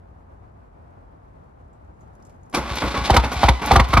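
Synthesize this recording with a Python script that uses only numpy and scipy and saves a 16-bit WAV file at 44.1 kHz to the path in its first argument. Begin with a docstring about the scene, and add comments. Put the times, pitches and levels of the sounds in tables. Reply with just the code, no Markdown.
"""A cold car engine starts on a driveway, heard from low down a few metres behind it. Distant traffic rumbles
and a few faint ticks of key and pedal sound. At 2.5 s the starter slams in and grinds the engine round: gear
teeth growl and rasp, loose metal clinks, the exhaust puffs without firing. From 3.1 s the cylinders catch in
uneven groups over the grinding, each firing a ringing crack of the tailpipe, a burst of gas and a boom of the
silencer, with dull echoes from the yard."""
import sys
import numpy as np
from scipy import signal
from scipy.fft import rfft, irfft
from scipy.io import wavfile
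from scipy.ndimage import uniform_filter1d

SR = 44100
rng = np.random.default_rng(int(sys.argv[2]) if len(sys.argv) > 2 else 0)


def dump_mix(stems):
    """Bounce the given channels to the path in sys.argv[1] as a 16-bit WAV at rate SR."""
    frames = np.atleast_2d(stems).T  # one column per channel
    limited = np.clip(frames, -1, 1)  # hard clip at full scale
    pcm = np.round(limited * 32767).astype(np.int16)
    wavfile.write(sys.argv[1], SR, pcm)


N = 176400
T = np.arange(N) / SR
HZ = np.maximum(np.fft.rfftfreq(2 * N, 1 / SR), 1)

# Table levels are relative; each layer's gain comes on top.
# cylinders firing: start_s, boom_db, crack_db, bark_db, snarl_db, hiss_db, pitch_hz
FIRINGS = [(3.099, -7, -2.5, -15, -28, -22, 800), (3.138, -16, -16, -18.5, -17.5, -26.5, 503),
           (3.162, -5.5, -12.5, -10, -14, -16.5, 1115), (3.4323, -7.5, -1, -12.5, -31, -25.5, 793),
           (3.483, -6.5, -12, -11.5, -11, -20, 904), (3.711, -7.5, -2.5, -11.5, -23, -22.5, 779.5),
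           (3.7563, -5.5, -8, -8, -26, -20.5, 1120), (3.7939, -6.5, -11, -11.5, -11.5, -24, 1026),
           (3.931, -7.5, -23.5, -11.5, -29, -24.5, 1230), (3.9679, -6.5, -21, -9.5, -12, -23.5, 1200)]
# exhaust puffs without a firing: start_s, level_db
PUFFS = [(2.584, -25.5), (2.631, -30), (2.711, -21), (2.834, -20.5), (2.869, -21.5), (2.977, -20.5),
         (3.012, -21), (3.253, -22), (3.362, -18.5), (3.645, -23.5), (3.895, -18)]
# deep silencer resonances: pitch_hz, width_hz, level_db
SILENCER_MODES = [(62.2, 10.7, 1), (83, 56, -12.5), (114, 13, -18.5)]
# hollow tailpipe resonances: pitch_hz, width_hz, level_db
PIPE_MODES = [(227, 18, -5), (369, 20, -1.5), (532, 36, 0), (696, 49, 7), (789, 25, 4.5), (940, 43, -7.5),
              (1050, 48, -17), (1257, 66, -10), (1450, 70, -17), (2280, 210, -17)]
# whistle of the gas jet: pitch_hz, width_hz, level_db
JET_MODES = [(3094, 97, 8), (3504, 240, 4), (4020, 490, 0.5), (4600, 70, 0), (5800, 150, -21),
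             (6270, 59, -4)]
# body of the gas burst: frequency_hz, level_db
BARK_SPECTRUM = [(90, -11), (150, 1), (330, -0.5), (480, -7), (750, -7), (1180, 0.5), (1670, -12),
                 (2230, -10), (2900, -23), (5000, -43)]
# its biting midrange: frequency_hz, level_db
SNARL_SPECTRUM = [(1000, -19), (1500, 1.5), (2250, 7.5), (2900, -12), (4000, -35)]
# bright top of the jet and the clanks: frequency_hz, level_db
HISS_SPECTRUM = [(1200, -9), (2500, -2), (4000, -1), (5300, -5), (8000, -16.5), (10500, -11.5),
                 (13200, -21), (14300, -41)]

# starter speed, sagging at each compression: time_s, teeth_per_s
TOOTH_RATE = [(2.54, 156), (2.62, 486), (2.68, 598.3), (2.76, 483.7), (2.87, 552), (3.08, 560), (3.22, 960),
              (3.42, 700), (3.55, 1040), (3.7, 820), (4, 1170)]
# swells of the starter's grind, in four runs: time_s, growl_db, rasp_db
GRIND_RUNS = [
    [(2.6, -27, -51), (2.614, -34, -45.5), (2.79, -28.5, -28), (2.812, -35, -31.5), (2.826, -29, -34.5),
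     (2.864, -36, -35), (2.876, -26.5, -30), (2.93, -34.5, -36.5), (2.95, -28, -29.5), (3.028, -30, -35),
     (3.06, -28.5, -23.5), (3.09, -23.5, -31)],
    [(3.21, -29.5, -36.5), (3.22, -32, -46), (3.246, -31, -33.5), (3.276, -40, -44), (3.425, -26, -28)],
    [(3.52, -35, -39), (3.612, -36.5, -45), (3.62, -31.5, -39), (3.696, -25, -32), (3.705, -22.5, -30)],
    [(3.83, -35, -40), (3.846, -36, -36.5), (3.878, -35, -48), (3.904, -31.5, -36), (3.925, -33.5, -37.5)],
]
# starter gear slamming into mesh and taking up slack: start_s, body_db, bright_db, decay_s
CLANKS = [(2.527, -37, -48, .03), (2.538, -26, -40, 0.025), (2.545, -23, -22, 0.011),
          (2.568, -23, -36.5, 0.032), (2.819, -20, -43, 0.044), (2.941, -23.5, -52, 0.053),
          (3.235, -19.5, -38.5, 0.038), (3.316, -24.5, -34.5, 0.024), (3.617, -24, -38.5, .03)]
# low body of the gears: frequency_hz, level_db
GROWL_SPECTRUM = [(50, 7), (110, 1.5), (250, 6), (430, 0.5), (700, -1), (1100, 3.5), (1750, -9), (2200, -7),
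                  (3000, -15), (6000, -45)]
# scraping edge of the gears: frequency_hz, level_db
RASP_SPECTRUM = [(1000, -25), (2300, 0), (3000, -1.5), (3800, 4), (5200, -4), (8000, -18), (10500, -17),
                 (13200, -25), (14300, -49)]
# engine case resonances: pitch_hz, width_hz, level_db
CASE_MODES = [(215, 6.6, -1.5), (296, 11, -15), (370, 6.9, -8.5), (560, 49, -25), (720, 26, 2.5),
              (836, 43, 2.5), (1142, 30, -2.5), (1457, 59, 5.5), (2012, 25, 2), (2293, 48, -1),
              (3450, 59, 0.5)]

# engine lurching on its mounts: peak_s, level_db, decay_s
LURCHES = [(2.549, -26, 0.011), (2.577, -24.5, 0.023), (2.841, -22, 0.023), (3.15, -18, 0.022),
           (3.735, -16.5, 0.022)]
# dull thud of a lurch: frequency_hz, level_db
LURCH_SPECTRUM = [(70, -23), (140, -3), (300, 0), (430, -10.5), (550, -3.5), (800, -31), (2000, -46.5)]
# knocks on loose metal: peak_s, pitch_hz, level_db, decay_s
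KNOCKS = [(3.178, 920, -16, 0.023), (2.825, 1000, -26.5, 0.032), (2.965, 1130, -23, .05)]
# thin clinks while cranking: peak_s, level_db
CLINKS = [(2.756, -38), (3.331, -39), (3.661, -32.5), (3.887, -44)]
# tinny colour of a clink: frequency_hz, level_db
CLINK_SPECTRUM = [(2000, -34), (6000, 2), (8000, -15), (10500, -2), (13000, -1), (15000, -18)]
# small ticks of key and pedal before the start: start_s, level_db, decay_s, pitch_hz
TICKS = [(1.731, -73, .005, 7500), (2.007, -71, .012, 6800), (2.152, -67, .003, 10200),
         (2.224, -63, .004, 5300), (2.251, -61, 0.0063, 7600), (2.295, -61.5, 0.0091, 2400),
         (2.432, -69, .004, 6800), (2.498, -54, .002, 10700)]
# fine grain of the ticks and rustle: frequency_hz, level_db
TICK_SPECTRUM = [(1500, -25), (2400, -4), (3000, -10), (5000, -3), (7300, -1), (8500, -9), (11000, -3.5),
                 (15000, -25)]
# swell of the faint rustle: time_s, level_db
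RUSTLE_SWELL = [(1.7, -23), (2.0, -14), (2.15, -14), (2.28, -6), (2.4, -14), (2.55, -9)]

# stereo width of the car: frequency_hz, side_minus_mid_db
CAR_WIDTH = [(60, -20), (300, -20), (1200, -17), (1900, -4.5), (4000, -7), (5200, 2.5), (8500, 4),
             (11500, -12), (14000, 5)]
# stereo lean of the car: frequency_hz, left_minus_right_db
CAR_BALANCE = [(60, 1.5), (130, -0.5), (290, 0.5), (640, -3), (1410, 0), (3100, 0.5), (6820, 1.5),
               (15000, -4)]
# distant traffic bed: frequency_hz, level_db
TRAFFIC_SPECTRUM = [(20, -30), (30, -21), (42, -4.5), (58, -1.5), (90, -4), (125, -10), (250, -17),
                    (430, -22.5), (800, -22.5), (1350, -30.5), (3200, -51.5), (7500, -62), (12500, -65),
                    (15000, -85)]
# stereo width of the traffic: frequency_hz, side_minus_mid_db
TRAFFIC_WIDTH = [(60, -12.5), (130, -12), (290, -3), (640, 6), (1410, 3), (3100, -1.5), (6820, -1),
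                 (15000, -1)]


def silencer_booms():
    """The low punch: each slug of gas sets the silencer swinging."""
    delay_s, width_s = 0.01135, 0.0015
    slugs = [(s + delay_s, boom_db) for s, boom_db, *_ in FIRINGS] + PUFFS
    push = sum(from_db(db) * burst(s + 0.0021, width_s, width_s) for s, db in slugs)
    boom = resonate(push, SILENCER_MODES)
    return from_db(15.5) * low_cut(low_cut(boom, hz=50), hz=43)


def tailpipe_cracks():
    """The attack: a steep pressure front rings the tailpipe, and again after running back along it."""
    width_hz, echo_s, echo_db = 67, .0085, -4.5
    low_mode = (660, 60, -10.5)  # pitch_hz, width_hz, level_db
    ring = 0
    for s, _, crack_db, *_, pitch_hz in FIRINGS:
        fronts = np.zeros(N)
        fronts[int(s * SR)] = from_db(crack_db)
        fronts[int((s + echo_s * rng.uniform(.9, 1.1)) * SR)] = from_db(crack_db + echo_db)
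        ring = ring + resonate(fronts, [(pitch_hz, width_hz, 0), low_mode])
    return high_cut(ring, hz=1860) * SR / (2 * np.pi * width_hz)  # make-up gain for the narrow ring


def gas_blasts():
    """Gas rushes out after each front: a hollow bark and a snarl in the pipe, a short hiss at its mouth."""
    gas, snarl, jet = noise(BARK_SPECTRUM), steady(noise(SNARL_SPECTRUM)), steady(noise(HISS_SPECTRUM))
    pipe = hiss = 0
    for s, _, _, bark_db, snarl_db, hiss_db, pitch_hz in FIRINGS:
        swell = burst(s + 0.0064, rise_s=0.0036, decay_s=0.0081)
        tail = from_db(-12) * burst(s + 0.0064, rise_s=0.0036, decay_s=0.023)
        bark = steady(ringing(gas, [(pitch_hz, 420, 0)], ring_db=-3))
        pipe += from_db(bark_db) * (swell + tail) * bark
        pipe += from_db(snarl_db) * burst(s + 0.005, rise_s=.002, decay_s=0.0057) * snarl
        hiss += from_db(hiss_db) * burst(s + 0.0072, rise_s=0.0028, decay_s=0.0067) * jet
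    return ringing(pipe, PIPE_MODES, ring_db=-2.5) + from_db(2.5) * ringing(hiss, JET_MODES, ring_db=0.5)


def starter_grind():
    """Gear teeth strike unevenly at cranking speed: a growl, a rasp and a whine at their third harmonic."""
    on_s, spin_up_s = 2.54, .03
    speed_jitter, play_teeth, rattle_share = .014, .085, 0.52
    tooth_rate = curve(TOOTH_RATE) * (1 + speed_jitter * drift(60))
    teeth = np.cumsum(tooth_rate) / SR
    teeth_struck = np.maximum.accumulate(np.floor(teeth + play_teeth * drift(300)))
    strikes = np.diff(teeth_struck, prepend=0) * (1 + rng.standard_normal(N))
    strikes = rms_one(smear(strikes, decay_s=0.005))
    drive = strikes + rattle_share * rng.standard_normal(N)
    drive *= from_db(1.5 * drift(52))  # fast level flutter
    whine = from_db(-15 + 3.2 * drift(25)) * np.sin(2 * np.pi * 3 * teeth)
    times, growl_db, rasp_db = np.vstack(GRIND_RUNS).T
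    growl = (coloured(drive, GROWL_SPECTRUM) + whine) * from_db(np.interp(T, times, growl_db) - 1)
    rasp = coloured(drive, RASP_SPECTRUM) * from_db(np.interp(T, times, rasp_db) - 5.5)
    return np.clip((T - on_s) / spin_up_s, 0, 1) * (growl + rasp)


def starter_clanks():
    """The gear slams into mesh and takes up its slack, each hit a low body with a bright edge."""
    body, bright = steady(noise(GROWL_SPECTRUM)), noise(HISS_SPECTRUM)
    clanks = 0
    for s, body_db, bright_db, decay_s in CLANKS:
        hit = from_db(body_db) * body + from_db(bright_db) * bright
        clanks += burst(s + 0.0036, 0.0022, decay_s) * hit
    return clanks


def engine_shake():
    """The engine lurches on its mounts with dull thuds and knocks loose metal, which rings on."""
    lurches = sum(from_db(db) * burst(s, 0.0041, decay_s) for s, db, decay_s in LURCHES)
    thuds = steady(noise(LURCH_SPECTRUM)) * lurches
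    knocks = 0
    for s, pitch_hz, db, decay_s in KNOCKS:
        ring = np.sin(2 * np.pi * pitch_hz * T + .5 * drift(60))
        knocks += from_db(db) * burst(s, 0.0018, decay_s) * ring
    return thuds + knocks


def small_ticks():
    """Fine detail: a rustle and tiny ringing ticks of key and pedal, then thin clinks once the car shakes."""
    grain = noise(TICK_SPECTRUM)
    rustle = grain * from_db(-72 + curve(RUSTLE_SWELL) + 4 * drift(40))
    ticks = 0
    for s, db, decay_s, pitch_hz in TICKS:
        ring = ringing(grain, [(pitch_hz, 500, 0)], ring_db=3)
        ticks += from_db(db) * burst(s + 0.00124, 0.00088, decay_s) * ring
    clink_hits = sum(from_db(db) * burst(s, rise_s=0.00085, decay_s=0.0086) for s, db in CLINKS)
    return rustle + ticks + noise(CLINK_SPECTRUM) * clink_hits


def stereo_scatter(x, decay_s, share):
    """Ground and bodywork scatter the car's treble between the sides; its lean varies with frequency."""
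    scatter = rfft(rng.standard_normal(N) * burst(0, 1, decay_s), 2 * N)
    scattered_share = np.clip(2 * share * HZ / (HZ + 1500), 0, 1)
    spread = np.sqrt(scattered_share) * scatter / scatter.std() - 1j * np.sqrt(1 - scattered_share)
    side = filtered(x, eq(CAR_WIDTH) * spread)
    lean = np.sqrt(eq(CAR_BALANCE))
    return np.array([filtered(x + side, lean), filtered(x - side, 1 / lean)])


def yard_echoes(x):
    """Dull scattered echoes from the trees and the house, different on each side."""
    send_db, reverb_time_s, build_s = -23.5, 0.48, 0.012
    tail = high_cut(rng.standard_normal((2, SR)), hz=3080, order=1)
    tail *= from_db(-60 * T[:SR] / reverb_time_s) * np.clip(T[:SR] / build_s, 0, 1)
    send = from_db(send_db) * low_cut(x, hz=150)
    return signal.fftconvolve(send[None], rms_one(tail) / np.sqrt(SR), axes=1)[:, :N]


def distant_traffic():
    """The bed: low rumble and wash of distant traffic, a little to the left."""
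    mid = noise(TRAFFIC_SPECTRUM)
    side = filtered(noise(TRAFFIC_SPECTRUM), eq(TRAFFIC_WIDTH))
    level = from_db(-48 + drift(8.3))
    return level * np.array([from_db(0.65) * (mid + side), from_db(-0.76) * (mid - side)])


def from_db(db):
    """Decibels to gain."""
    return 10 ** (np.asarray(db) / 20)


def rms_one(x):
    """Scale to unit rms."""
    return x / np.sqrt(np.mean(x ** 2) + 1e-20)


def curve(points):
    """Automation line through (time_s, value) points."""
    return np.interp(T, *np.transpose(points))


def eq(points):
    """Gain at every frequency from (frequency_hz, level_db) points."""
    hz, db = np.transpose(points)
    return from_db(np.interp(np.log(HZ), np.log(hz), db))


def filtered(x, response):
    """Apply a frequency response."""
    return irfft(rfft(x, 2 * N) * response)[:N]


def low_cut(x, hz):
    """Roll off the bass."""
    return signal.sosfilt(signal.butter(2, hz, "high", fs=SR, output="sos"), x)


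def high_cut(x, hz, order=2):
    """Roll off the top."""
    return signal.sosfilt(signal.butter(order, hz, fs=SR, output="sos"), x)


def coloured(x, spectrum):
    """Shape a sound with a spectrum, at unit rms."""
    return rms_one(filtered(x, eq(spectrum)))


def noise(spectrum):
    """Coloured noise at unit rms."""
    return coloured(rng.standard_normal(N), spectrum)


def drift(rate_hz):
    """Smooth random wobble at unit rms."""
    return rms_one(high_cut(rng.standard_normal(N), rate_hz))


def steady(x):
    """Level out the chance swings of a noise, as in a steady jet."""
    return x / np.sqrt(uniform_filter1d(x * x, size=220) + 1e-12)


def burst(peak_s, rise_s, decay_s):
    """Envelope that swells to 1 at peak_s and dies away."""
    age = T - peak_s
    depth = np.where(age < 0, (age / rise_s) ** 2 / 2, age / decay_s)
    return np.exp(-np.minimum(depth, 60))


def smear(x, decay_s):
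    """Blur clicks over a short time without colouring them."""
    response = rfft(rng.standard_normal(N) * burst(0, 1, decay_s), 2 * N)
    return filtered(x, response / (abs(response) + 1e-9))


def resonate(x, modes):
    """Parallel resonances of (pitch_hz, width_hz, level_db)."""
    ring = 0
    for pitch_hz, width_hz, db in modes:
        radius = np.exp(-np.pi * width_hz / SR)
        gain = (1 - radius ** 2) / 2
        feedback = [1, -2 * radius * np.cos(2 * np.pi * pitch_hz / SR), radius ** 2]
        ring += from_db(db) * signal.lfilter([gain, 0, -gain], feedback, x + 1e-18)
    return ring


def ringing(x, modes, ring_db):
    """A sound plus the ringing it excites, at unchanged overall level."""
    ring = from_db(ring_db) * rms_one(resonate(x, modes))
    return rms_one(rms_one(x) + ring) * x.std()


def scene():
    """The mix: engine and exhaust spread in stereo, with yard echoes, over the traffic."""
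    starter = ringing(starter_grind() + starter_clanks(), CASE_MODES, ring_db=-10.5)
    engine = low_cut(starter, hz=41) + engine_shake() + small_ticks()
    exhaust = silencer_booms() + tailpipe_cracks() + gas_blasts()
    car = stereo_scatter(engine, decay_s=0.019, share=0.24)
    car += stereo_scatter(exhaust, decay_s=0.0059, share=0.18)
    return car + yard_echoes(engine + exhaust) + distant_traffic()


def record(dry):
    """Round off the loudest peaks and cut the very top steeply."""
    stop_hz = 16500
    rounded = dry / (1 + dry ** 4) ** .25
    return signal.sosfilt(signal.cheby2(12, 70, stop_hz, fs=SR, output="sos"), rounded)


dry = scene()
out = record(dry)
dump_mix(out)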